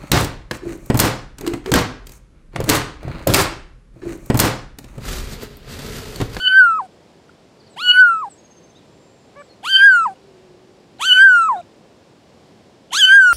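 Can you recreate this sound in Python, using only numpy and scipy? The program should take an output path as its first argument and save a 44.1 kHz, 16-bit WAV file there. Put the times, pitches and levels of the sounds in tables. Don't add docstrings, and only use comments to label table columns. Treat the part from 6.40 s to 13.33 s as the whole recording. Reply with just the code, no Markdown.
import sys
import numpy as np
from scipy import signal
from scipy.fft import rfft, irfft
from scipy.io import wavfile
from scipy.ndimage import uniform_filter1d, minimum_filter1d

SR = 44100
rng = np.random.default_rng(int(sys.argv[2]) if len(sys.argv) > 2 else 0)


def wav_out(sig):
    wavfile.write(sys.argv[1], SR, np.round(np.clip(np.atleast_2d(sig).T, -1, 1) * 32767).astype(np.int16))


N = 305613
TIME = np.arange(N) / SR
CUTOFF_HZ = 15700
ATTACK_S, HALF_SHUT_S = .02, .056
TUG_TURN_S = .0027
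BREAK_HZ, JUMP_S = 1270, .008
SHUT_HZ = 1010


def meow(row, bands_hz, fade_s=.006, rasp_gain_db=2.0, puff=.78):
    # centre_s,
    # length_s, rate_hz, depth_db
    flutters = [(3.55, .055, 570, -31), (3.705, .022, 400, -11), (5.18, .02, 360, -11)]
    marks, pitches, levels = row[:5], row[5:12], row[12:17]
    rasps, slopes, screech_hz = row[17:20], row[20:22], row[22]
    opened = gate([[s] for s in marks], TIME, fade_s)
    active = opened > 0
    t = TIME[active]
    pitch = pitch_course(t, marks, *pitches)
    mouth = mouth_course(t, marks, pitch, screech_hz)
    level_db = level_course(t, marks, pitch, *levels)
    slope = slope_course(t, marks, *slopes)
    noise_db = rasp_course(t, marks, *rasps)

    breathiness = from_db(noise_db - level_db)
    slackness = np.clip(1 - pitch / 1200, 0, 1)
    rough = np.clip(breathiness + .8 * slackness, 0, .35)

    voice = from_db(level_db) * voiced(pitch, mouth, slope, rough, bands_hz)
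    for s, length, rate_hz, depth_db in flutters:
        window = np.exp(-(2 * (t - s) / length) ** 2)
        voice = voice * (1 + from_db(depth_db) * window * np.sin(2 * np.pi * rate_hz * t))

    puffs = 1 + puff * np.cos(phase_of(pitch))
    air = rms_one(rng.standard_normal(len(t)) * puffs)
    turbulence = from_db(noise_db + rasp_gain_db) * rasp(air, mouth, rough, bands_hz)
    out = np.zeros(N)
    out[active] = voice + turbulence
    return out * opened


def pitch_course(t, marks, held_hz, overshoot_hz, crest_hz, bow, jump_hz, slide_s, bottom_hz):
    start_hz, scoop_s, scoop_ease = 712.4, .07, 1.6
    overshoot_at_s, overshoot_width_s = .083, .02
    tug_hz, tug_s, crest_ease = 38.7, .011, 1.2
    last_sag_hz_per_s = 1100
    start, crack, crest, snap, _ = marks
    scoop_left = (1 - progress(t, start, start + scoop_s)) ** scoop_ease
    hz = held_hz - (held_hz - start_hz) * scoop_left
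    hz = hz + overshoot_hz * bell(t, start + overshoot_at_s, overshoot_width_s)
    hz = hz + tug_hz * np.tanh((t - crack) / TUG_TURN_S) * np.exp(-np.abs(t - crack) / tug_s)
    lift = np.sin(np.pi / 2 * progress(t, crack, crest) ** crest_ease) ** 2
    hz = hz + (crest_hz - held_hz) * lift
    sag = progress(t, crest, snap)
    hz = hz - (crest_hz - BREAK_HZ) * sag * (1 + bow * (1 - sag))
    hz = hz - jump_hz * progress(t, snap, snap + JUMP_S)
    hz = hz - (BREAK_HZ - jump_hz - bottom_hz) * progress(t, snap, snap + slide_s)
    return hz - last_sag_hz_per_s * np.maximum(t - snap - slide_s, 0)


def mouth_course(t, marks, pitch, screech_hz):
    open_hz, screech_at_s, screech_width_s = 3292, .054, .026
    jaw_lead_s, jaw_ease, jaw_settle_s = .055, 1.4, .089
    start, crack, crest, _, _ = marks
    at_crack = 2 * np.interp(crack - TUG_TURN_S, t, pitch)
    at_crest = 1.08 * np.interp(crest, t, pitch)
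    hz = open_hz + (screech_hz - open_hz) * bell(t, start + screech_at_s, screech_width_s)
    hz = hz + (at_crack - open_hz) * progress(t, crack - jaw_lead_s, crack)
    hz = hz + (at_crest - at_crack) * progress(t, crack, crest) ** jaw_ease
    settled = 1 - np.exp(-np.maximum(t - crest, 0) / jaw_settle_s)
    return hz + (SHUT_HZ - at_crest) * settled


def level_course(t, marks, pitch, onset_db, crack_db, crest_db, break_db, end_db):
    start_db = -38.5
    crest_swell_db, crest_lag_s, crest_width_s = 3.5, .017, .026
    break_swell_db, break_width_hz = 7, 180
    start, crack, crest, snap, end = marks
    effort = np.interp(t, [start, start + ATTACK_S, crest, snap, end],
                       [start_db, onset_db, crest_db, break_db, end_db])
    crack_swell = crack_db * lock(t, crack)
    crest_swell = crest_swell_db * bell(t, crest + crest_lag_s, crest_width_s)
    break_swell = break_swell_db * progress(t, snap, snap + JUMP_S) * hump(pitch, SHUT_HZ, break_width_hz)
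    return effort + crack_swell + crest_swell + break_swell


def slope_course(t, marks, open_db, shut_db):
    crack_slope, dull_slope, slack_slope = 4, -3.5, -13
    _, crack, crest, snap, end = marks
    slope = np.interp(t, [crack, crack + HALF_SHUT_S, crest, snap, end],
                      [open_db, open_db + dull_slope, shut_db, shut_db, slack_slope])
    return slope + crack_slope * lock(t, crack)


def rasp_course(t, marks, onset_db, half_shut_db, shut_db):
    start_db, end_db, fade_s = -57, -62, .035
    start, crack, crest, _, end = marks
    return np.interp(t, [start, start + ATTACK_S, crack + HALF_SHUT_S, crest + fade_s, end],
                     [start_db, onset_db, half_shut_db, shut_db, end_db])


def lock(t, crack):
    build_s, drop_s = .039, .0066
    return np.where(t < crack, np.exp(-np.abs(t - crack) / build_s), bell(t, crack, drop_s))


def voiced(pitch, mouth, slope, rough, bands_hz, shimmer=.33, count=16):
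    # frequency_hz, gain_db
    throat = [(700, 3.3), (1500, 1.8), (3000, 2), (3700, -6), (4500, 8), (6300, 5), (7500, 8), (9000, 2),
              (11000, -3), (12500, 2), (15000, 6)]
    mouth_q, upper_width_hz = 12, 500
    size = len(pitch)
    pitch = pitch * (1 + (.0022 + .028 * rough) * drift(60, size))
    k = np.arange(1, count + 1)[:, None]
    hz = k * pitch
    gain = from_db(slope * np.log2(k)) * at_hz(throat, hz) * bounce(hz, bands_hz) * (hz < CUTOFF_HZ)
    gain = gain * resonance(hz, mouth, mouth / mouth_q)
    gain = gain * resonance(hz, upper_of(mouth), upper_width_hz)

    strain = np.minimum(rough / .15, 1)
    wide_open = np.clip(mouth / 1000 - 2.4, 0, 1)
    gain = gain * from_db(13 * strain * wide_open * hump(hz, 7000, 1700))

    flicker_db = np.array([3 * drift(20, size) + .8 * drift(200, size) for _ in k])
    gain = gain * from_db((k > 2) * flicker_db)
    wave = (gain * np.sin(k * phase_of(pitch))).sum(axis=0)
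    wave = wave / np.sqrt((gain ** 2).sum(axis=0) / 2)
    return wave * (1 + shimmer * rough * drift(350, size))


def rasp(air, mouth, rough, bands_hz, rough_rush=2.9, steady_rush=.089, sag=.94, width_hz=150,
         upper_db=-12, upper_width_hz=450, narrow_hz=2300, size=256):
    # frequency_hz, gain_db before the leak factor
    rush = [(700, -27.5), (1800, -21), (3000, -14.5), (4300, -14), (6200, -9.5), (7500, -12.5), (9200, -14),
            (11000, -22.5), (12500, -30.5), (15500, -36.5)]
    hz, t, frames = signal.stft(air, SR, nperseg=size)
    hz = hz[:, None]
    samples = np.arange(len(mouth))
    centre = np.interp(t * SR, samples, sag * mouth)
    leak = np.interp(t * SR, samples, rough)
    hiss = from_db(upper_db) * hump(centre, narrow_hz, 740)
    gain = hump(hz, centre, width_hz) + hiss * hump(hz, upper_of(centre), upper_width_hz)
    gain = gain + (rough_rush * leak + steady_rush) * at_hz(rush, hz) * bounce(hz, bands_hz)
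    unit_gain = gain / np.sqrt(np.mean(gain ** 2, axis=0))
    return signal.istft(frames * unit_gain, SR)[1][:len(mouth)]


def upper_of(mouth):
    # mouth_hz, upper_hz
    pairs = [(1000, 7800), (1500, 8900), (2200, 10200), (3000, 11200)]
    return np.interp(mouth, *np.transpose(pairs))


def bounce(hz, bands_hz):
    lifted, cancelled = bands_hz
    return from_db(4 * hump(hz, lifted, 400) - 12 * hump(hz, cancelled, 450))


def squeak(jitter=.008):
    # multiple, level_db (relative)
    partials = [(1, 3), (2, 1.5), (3, -4), (4, -6.5), (5, -19)]
    # time_s, pitch_hz, level_db
    course = [(2.952, 488, -63.5), (2.961, 526, -42.5), (2.968, 569, -42), (3.015, 588, -38),
              (3.023, 562, -45)]
    hz, db = in_time(course, TIME)
    phase = phase_of(hz * (1 + jitter * drift(148.4, N)))
    wave = rms_one(sum(from_db(partial_db) * np.sin(k * phase) for k, partial_db in partials))
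    return from_db(db) * gate(course, TIME, .004) * wave


def ticks(decay_s=.0012, spread=1.05):
    # start_s, peak_db, centre_hz
    tick_rows = [(.892, -40.5, 1380), (1.402, -31, 4100), (3.019, -41, 1506), (3.231, -42.5, 3260),
                 (3.758, -52, 2800), (4.586, -40.5, 3990), (5.214, -45, 2500), (6.507, -34.5, 3000)]
    out, t = np.zeros(N), np.arange(SR // 40) / SR
    for s, db, hz in tick_rows:
        band = signal.butter(2, [hz / spread, hz * spread], "band", fs=SR, output="sos")
        burst = signal.sosfilt(band, rng.standard_normal(len(t)) * np.exp(-t / decay_s))
        first = int(s * SR)
        out[first:first + len(t)] += from_db(db) * burst / np.abs(burst).max()
    return out


def birds(unsteady=.0051):
    # start_s, length_s, start_hz, end_hz, level_db
    chirps = [(1.195, .03, 5200, 3850, -55), (1.24, .025, 5200, 3930, -63), (1.259, .03, 5100, 3900, -55.5),
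              (1.29, .06, 8400, 7300, -60), (1.328, 0.032, 4200, 3626, -57.5),
              (1.706, .06, 8400, 7600, -58), (1.892, 0.054, 8500, 7140, -48),
              (2.345, 0.045, 3400, 4090, -53), (2.374, .03, 4000, 3300, -58), (2.4, .6, 7330, 7360, -67.5),
              (2.984, .05, 8100, 7700, -60), (3.027, 0.056, 7900, 7470, -64),
              (3.086, 0.05, 4450, 4140, -53.5), (5.157, 0.039, 3500, 4070, -49.5),
              (5.182, .025, 4100, 3330, -56)]
    # time_s, pitch_hz, level_db
    trill = [(1.96, 6600, -54), (2.15, 6370, -52), (2.3, 6280, -57), (2.41, 6370, -65)]
    trill_rate_hz = 15.8
    out = np.zeros(N)
    for s, length, start_hz, end_hz, db in chirps:
        now = (TIME > s) & (TIME < s + length)
        u = (TIME[now] - s) / length
        hz = (start_hz + (end_hz - start_hz) * u) * (1 + unsteady * drift(150, len(u)))
        out[now] += from_db(db) * np.sqrt(2) * np.sin(np.pi * u) * np.sin(phase_of(hz))
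    hz, db = in_time(trill, TIME)
    pulses = np.sin(np.pi * trill_rate_hz * (TIME - trill[0][0])) ** 4
    notes = pulses * gate(trill, TIME, .005)
    whistle = np.sin(phase_of(hz * (1 + unsteady * drift(188, N))))
    return out + from_db(db) * np.sqrt(2) * notes * whistle


def background(ambience_db=-49.5, swell_db=-.5, motor_waver=.024):
    # frequency_hz, density_db (relative, per hertz)
    spectrum = [(15, -63), (25, -36.5), (37, -19), (126, -4.5), (193, -3.5), (281, -6), (368, -5),
                (456, -6.5), (536, -7), (1410, -21.5), (5140, -26), (6370, -31.5), (7290, -31), (9280, -38),
                (15500, -53.5)]
    # time_s, pitch_hz, level_db
    motor = [(3.6, 411, -70), (3.88, 383, -52), (4.1, 359, -49.5), (4.35, 366, -56), (4.7, 355.3, -66.5)]
    white = rfft(rng.standard_normal(N))
    noise = rms_one(irfft(white * at_hz(spectrum, np.fft.rfftfreq(N, 1 / SR)), N))
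    air = noise * from_db(ambience_db + swell_db * drift(1.4, N))
    hz, db = in_time(motor, TIME)
    drone = np.sqrt(2) * np.sin(phase_of(hz * (1 + motor_waver * drift(24.52, N))))
    return air + from_db(db) * gate(motor, TIME, .1) * drone


def garden(x):
    t = np.arange(SR // 2) / SR
    decay = from_db(-60 * t / .25)
    echoes = rng.standard_normal(len(t)) * decay * (t > .012)
    return signal.fftconvolve(x, echoes / np.linalg.norm(echoes))[:N]


def resonance(hz, centre, width):
    return 1 / np.hypot(1 - (hz / centre) ** 2, hz * width / centre ** 2)


def hump(hz, centre, width):
    return 1 / (1 + ((hz - centre) / width) ** 2)


def bell(t, centre, width):
    return np.exp(-((t - centre) / width) ** 2)


def progress(t, begin, end):
    return np.clip((t - begin) / (end - begin), 0, 1)


def gate(rows, t, fade):
    return np.clip(1 + np.minimum(t - rows[0][0], rows[-1][0] - t) / fade, 0, 1)


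def drift(rate_hz, size):
    r = np.exp(-2 * np.pi * rate_hz / SR)
    wander = signal.lfilter([1], [1, -2 * r, r * r], rng.standard_normal(size + SR))
    return rms_one(wander[SR:])


def phase_of(hz):
    return 2 * np.pi * np.cumsum(hz) / SR


def in_time(rows, t):
    s, *columns = np.transpose(rows)
    return [np.interp(t, s, c) for c in columns]


def at_hz(points, hz):
    f, db = np.transpose(points)
    return from_db(np.interp(np.log(hz + 1), np.log(f), db))


def from_db(db):
    return 10 ** (np.asarray(db) / 20)


def rms_one(x):
    return x / np.sqrt(np.mean(x ** 2) + 1e-20)


def scene(kitten_echo_db=-40, bird_echo_db=-9):
    # onset_rasp_db, half_shut_rasp_db, shut_rasp_db,
    # open_slope_db_per_octave, shut_slope_db_per_octave, screech_hz (mouth resonance in the scoop)
    meow_rows = [(-.055, 0.078, .187, .383, .465, 1505, 22, 1558, 0.7, 10, .036, 770, -34, 10.5, -4.5, -21, -45.5, -43.5, -45.5, -55.5, -15, -9, 3453),
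                 (1.366, 1.514, 1.609, 1.814, 1.884, 1464, 13, 1513, 0.5, 10, .046, 825, -31, 14.5, -1.5, -26.5, -37.5, -47, -35, -59.5, -11.5, -8.5, 3483),
                 (3.233, 3.365, 3.462, 3.651, 3.735, 1547, 26.4, 1641, 0.2, 160, .035, 790, -27, 10, -2, -18.5, -44, -37, -37, -48.5, -13, -6, 3353),
                 (4.595, 4.73, 4.848, 5.083, 5.209, 1493, 55, 1596, 0.3, 130, 0.083, 730, -23.5, 10, -1.5, -17.5, -34, -31, -37, -52.5, -11, -6.5, 3585),
                 (6.516, 6.651, 6.767, 7.02, 7.12, 1517, 166, 1621, 0.31, 150, .06, 740, -21.5, 9, -1, -18, -37.5, -25, -35, -49.5, -10, -5, 4080)]
    # lifted_hz, cancelled_hz
    bounce_bands = [(4500, 5900), (4450, 5850), (4750, 5700), (7700, 5200), (6450, 4900)]
    meows = sum(meow(row, bands_hz) for row, bands_hz in zip(meow_rows, bounce_bands))
    kitten = meows + squeak() + ticks()
    song = birds()
    echo = garden(from_db(kitten_echo_db) * kitten + from_db(bird_echo_db) * song)
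    return (kitten + song + echo + background())[None]


def record(dry, release_db_per_s=60, size=128):
    over_db = np.maximum(20 * np.log10(np.abs(dry) / .86 + 1e-9), 0)
    release_db = release_db_per_s * TIME
    held_db = np.maximum.accumulate(over_db + release_db, axis=-1) - release_db
    gain = uniform_filter1d(minimum_filter1d(from_db(-held_db), size), size)
    top_cut = signal.ellip(12, .1, 90, CUTOFF_HZ, fs=SR, output="sos")
    return signal.sosfilt(top_cut, dry * gain)


dry = scene()
out = record(dry)
wav_out(out)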